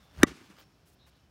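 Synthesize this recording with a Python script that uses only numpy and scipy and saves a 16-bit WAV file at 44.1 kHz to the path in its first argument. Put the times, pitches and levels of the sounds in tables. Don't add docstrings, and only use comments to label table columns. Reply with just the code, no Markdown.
import sys
import numpy as np
from scipy import signal
from scipy.fft import rfft, irfft
from scipy.io import wavfile
from scipy.ndimage import uniform_filter1d

SR = 44100
rng = np.random.default_rng(int(sys.argv[2]) if len(sys.argv) > 2 else 0)


def generate_wav(signal):
    frames = np.transpose(np.atleast_2d(signal))
    scaled = np.clip(frames, -1, 1) * 32767
    pcm = np.round(scaled).astype(np.int16)
    wavfile.write(sys.argv[1], SR, pcm)


def voltage_ratio(level):
    return 10 ** (np.asarray(level, float) / 20)


N = 57330
T = np.arange(N) / SR
HIT_S = .23214
LEAD_IN_HZ = 1620


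def noise():
    return rng.standard_normal(N)


def curve(table):
    return voltage_ratio(np.interp(T, *np.array(table).T))


def unit(x):
    return x / np.sqrt(np.mean(x ** 2))


def walk(rate):
    hold = int(SR / rate)
    stairs = np.repeat(rng.standard_normal(N // hold + 1), hold)
    slewed = uniform_filter1d(uniform_filter1d(stairs, hold), hold)
    return unit(slewed[:N])


def band(x, hz, width_hz):
    f = np.arange(N // 2 + 1) * SR / N
    bell = np.exp(-.5 * ((f - hz) / width_hz * 2) ** 2)
    return irfft(rfft(x) * bell, N)


def coloured(x, table, flicker_db, rate):
    f = np.arange(1, N // 2 + 2) * SR / N
    hz, db = np.array(table).T
    shaped = rfft(x) * voltage_ratio(np.interp(np.log(f), np.log(hz), db))
    octave = np.log2(f / 30)
    out = 0
    for k in range(11):
        share = np.sqrt(np.clip(1 - abs(octave - k), 0, 1))
        out = out + voltage_ratio(flicker_db * walk(rate)) * irfft(shaped * share, N)
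    return unit(out)


def fade(start_s, t60):
    u = np.maximum(T - start_s, 0)
    return u, (T >= start_s) * np.exp(-np.log(1000) * u / t60)


def swell(start_s, length_s):
    return np.sqrt(np.sin(np.pi * np.clip((T - start_s) / length_s, 0, 1)).clip(0))


def ring(hz, db, t60, late_s=0):
    u, decay = fade(HIT_S + late_s, t60)
    return voltage_ratio(db) * decay * np.sin(2 * np.pi * hz * u)


def barrel():
    # (frequency [Hz], level [dB], t60 [s])
    barrel_modes = [(1830, -2, .009), (1960, -25, .06), (2277, -14, .016), (2900, -13, .006),
                    (3665, -15, .019), (4520, -24, .01), (5430, -18, .011), (6045, -9.5, .013),
                    (7176, -19, .02), (8300, -33, .011), (10000, -32, .013), (11570, -28, .012),
                    (14000, -20, .005)]
    ringing = -sum(ring(*mode) for mode in barrel_modes)
    crack = voltage_ratio(-14.5) * fade(HIT_S, .011)[1] * unit(band(noise(), 4170, 10000))
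    return ringing + crack


def ball():
    # (frequency [Hz], level [dB], t60 [s], time after the hit [s])
    ball_modes = [(584, -19, 0.027, 0.0023), (1177, -20, .022, 0.0084), (1290, -15, .016, 0.00018),
                  (160, -17.5, .03, .003), (739, -37, 0.018, 0.0026), (1602, -23, .022, 0.004)]
    late_s, squash_s, contact_s, t60_s = .00125, .001, .004, .012
    thump_hz, thump_db, sag, sag_s = 268, -2.8, .4, .0022
    u = np.maximum(T - HIT_S - late_s, 0)
    squash = 1 - np.exp(-u / squash_s)
    release = np.exp(-np.log(1000) * np.maximum(u - contact_s, 0) / t60_s)
    turns = thump_hz * (u + sag * sag_s * (1 - np.exp(-u / sag_s)))
    thump = voltage_ratio(thump_db) * squash * release * np.sin(2 * np.pi * turns)
    return thump + sum(ring(*mode) for mode in ball_modes)


def lead_in_tone():
    u = np.minimum(T - HIT_S, 0)
    return voltage_ratio(-19) * np.exp(u / .0016) * np.sin(-2 * np.pi * LEAD_IN_HZ * u)


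def swing():
    # (time [s], level [dB])
    air_speed = [
        (.12, -69),
        (.17, -55.5),
        (.195, -43),
        (.225, -39.5),
        (.255, -43),
        (.28, -58),
        (.315, -55.5),
        (.345, -81),
        (.37, -86),
    ]
    # (frequency [Hz], level [dB per Hz])
    whoosh_colour = [(30, -14), (65, -4), (140, -5.5), (250, -14), (450, -26.5), (1300, -27), (3000, -40.5),
                     (8000, -61.5)]
    whoosh = curve(air_speed) * coloured(noise(), whoosh_colour, 1.4, 40)
    lead_s = .018
    lead_in_band = voltage_ratio(-40) * swell(HIT_S - lead_s, lead_s) * unit(band(noise(), LEAD_IN_HZ, 300))
    return whoosh + lead_in_band


def puffs():
    # (start [s], length [s], frequency [Hz], level [dB])
    air_puffs = [
        (.165, .065, 64, -39),
        (.285, .055, 63, -48),
        (.48, .045, 195, -57),
        (.005, .045, 210, -66),
    ]
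    cycles = np.cumsum(1 + .05 * walk(40)) / SR
    return sum(voltage_ratio(db) * swell(start_s, length_s) ** 2 * np.sin(2 * np.pi * hz * cycles)
               for start_s, length_s, hz, db in air_puffs)


def echoes(x):
    # (time after the hit [s], level [dB], rise [s], t60 [s])
    clouds = [
        (.004, -34.5, 0.0018, 0.015),
        (.032, -36, .014, .19),
        (0.077, -51, 0.024, 0.072),
        (0.101, -54.5, 0.029, 0.75),
        (.262, -54, 0.0086, 0.16),
    ]
    # (frequency [Hz], level [dB per Hz])
    cloud_colour = [(88, -33), (150, -3.5), (334, -4), (730, -19), (905, -7.5), (1420, -9), (2450, -10),
                    (7470, -19), (16000, -38.5)]
    # (time after the hit [s], level [dB])
    hard_faces = [
        (0.035, -34),
        (0.072, -48),
        (0.083, -39.5),
        (.12, -45.5),
        (.18, -47),
        (0.267, -50.5),
    ]
    shape = 0
    for late_s, db, rise_s, t60 in clouds:
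        u, decay = fade(HIT_S + late_s, t60)
        shape = shape + voltage_ratio(db) * decay * (1 - np.exp(-u / rise_s))
    cloud = shape * coloured(noise(), cloud_colour, 2.3, 40)
    rung = voltage_ratio(-25.5) * signal.fftconvolve(x[int(HIT_S * SR):], shape * noise())[:N]
    dull = band(x, 300, 900)
    slaps = sum(voltage_ratio(db) * np.roll(dull, int(late_s * SR)) for late_s, db in hard_faces)
    return cloud + rung + slaps


def rustle():
    # (time [s], level [dB])
    movement = [(0, -72.5), (.04, -72), (.1, -74.5), (.15, -66.5), (.19, -58.5), (.23, -61), (.25, -86),
                (.33, -73.5), (.47, -67), (.55, -70.5), (.6, -61.5), (.636, -66.5), (.646, -79),
                (1.06, -88), (1.12, -79), (1.3, -82.5)]
    # (frequency [Hz], level [dB per Hz])
    rustle_colour = [(180, -33), (300, 1), (331, -5.5), (1190, -3), (2100, -6.5), (2440, -7), (4160, -8.5),
                     (10900, -22), (16000, -21)]
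    grains = noise() * voltage_ratio(2.5 * walk(900))
    return curve(movement) * voltage_ratio(3.5) * coloured(grains, rustle_colour, 1.0, 38)


def scuffs():
    # (start [s], length [s], level [dB], centre [Hz], width [Hz])
    toe_scuffs = [
        (0.03, 0.032, -77, 11100, 12000),
        (0.177, .05, -71, 9000, 14000),
        (.59, .018, -65.5, 14970, 4000),
        (0.854, 0.063, -69, 7900, 18200),
        (0.914, 0.034, -73, 8070, 18100),
        (0.941, 0.0087, -75, 12870, 6000),
        (1.061, 0.043, -69.5, 6000, 20100),
        (1.065, 0.026, -66.5, 1410, 2500),
        (1.167, 0.00826, -82.5, 11020, 8000),
    ]
    out = 0
    for start_s, length_s, db, hz, width_hz in toe_scuffs:
        brush = swell(start_s - .004, length_s + .0074) ** 2
        out = out + voltage_ratio(db + 1.0) * brush * unit(band(noise(), hz, width_hz))
    return out


def birds():
    # (start [s], length [s], pitch [Hz], spread [Hz], level [dB])
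    chirps = [
        (-.05, .24, 3520, 200, -73),
        (.98, .105, 3740, 420, -69),
        (.995, .08, 3990, 420, -70),
        (1.06, .16, 3800, 800, -74),
        (1.04, .06, 2900, 200, -78),
        (1.16, .12, 3000, 150, -80),
    ]
    flutter, throb = walk(900), walk(150)
    out = 0
    for start_s, length_s, hz, spread_hz, db in chirps:
        pitch = hz + spread_hz / 2.0 * np.roll(flutter, int(hz))
        tone = np.sin(2 * np.pi * np.cumsum(pitch) / SR)
        out = out + voltage_ratio(db + 2.0 * throb) * swell(start_s, length_s) * tone
    return out


def insect():
    return voltage_ratio(-85 + 3 * walk(30)) * unit(band(noise(), 5380, 220))


def garden():
    # (frequency [Hz], level [dB per Hz])
    garden_colour = [(25, -22), (60, -4), (125, -2), (200, -7.5), (400, -15), (1030, -20.5), (5400, -30),
                     (9000, -41.5)]
    # (frequency [Hz], width [Hz], level [dB])
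    machinery = [(63, 21, -71), (125, 30, -78)]
    hum = sum(voltage_ratio(db) * unit(band(noise(), hz, width_hz)) for hz, width_hz, db in machinery)
    return voltage_ratio(-65.5) * coloured(noise(), garden_colour, 1.5, 4.8) + hum


def scene():
    blow = barrel() + ball()
    motion = lead_in_tone() + swing() + puffs() + rustle() + scuffs()
    rest = echoes(blow) + motion + birds() + insect() + garden()
    air_top = signal.ellip(8, .2, 60, 15750, fs=SR, output="sos")
    return (blow + signal.sosfilt(air_top, rest))[None]


def band_limit(x):
    return signal.sosfilt(signal.butter(12, 16960, fs=SR, output="sos"), x)


def record(dry):
    bass_cut = signal.butter(2, 55, "high", fs=SR, output="sos")
    mic = signal.sosfilt(bass_cut, dry)
    return band_limit(1.096 * np.tanh(mic / 1.028))


dry = scene()
out = record(dry)
generate_wav(out)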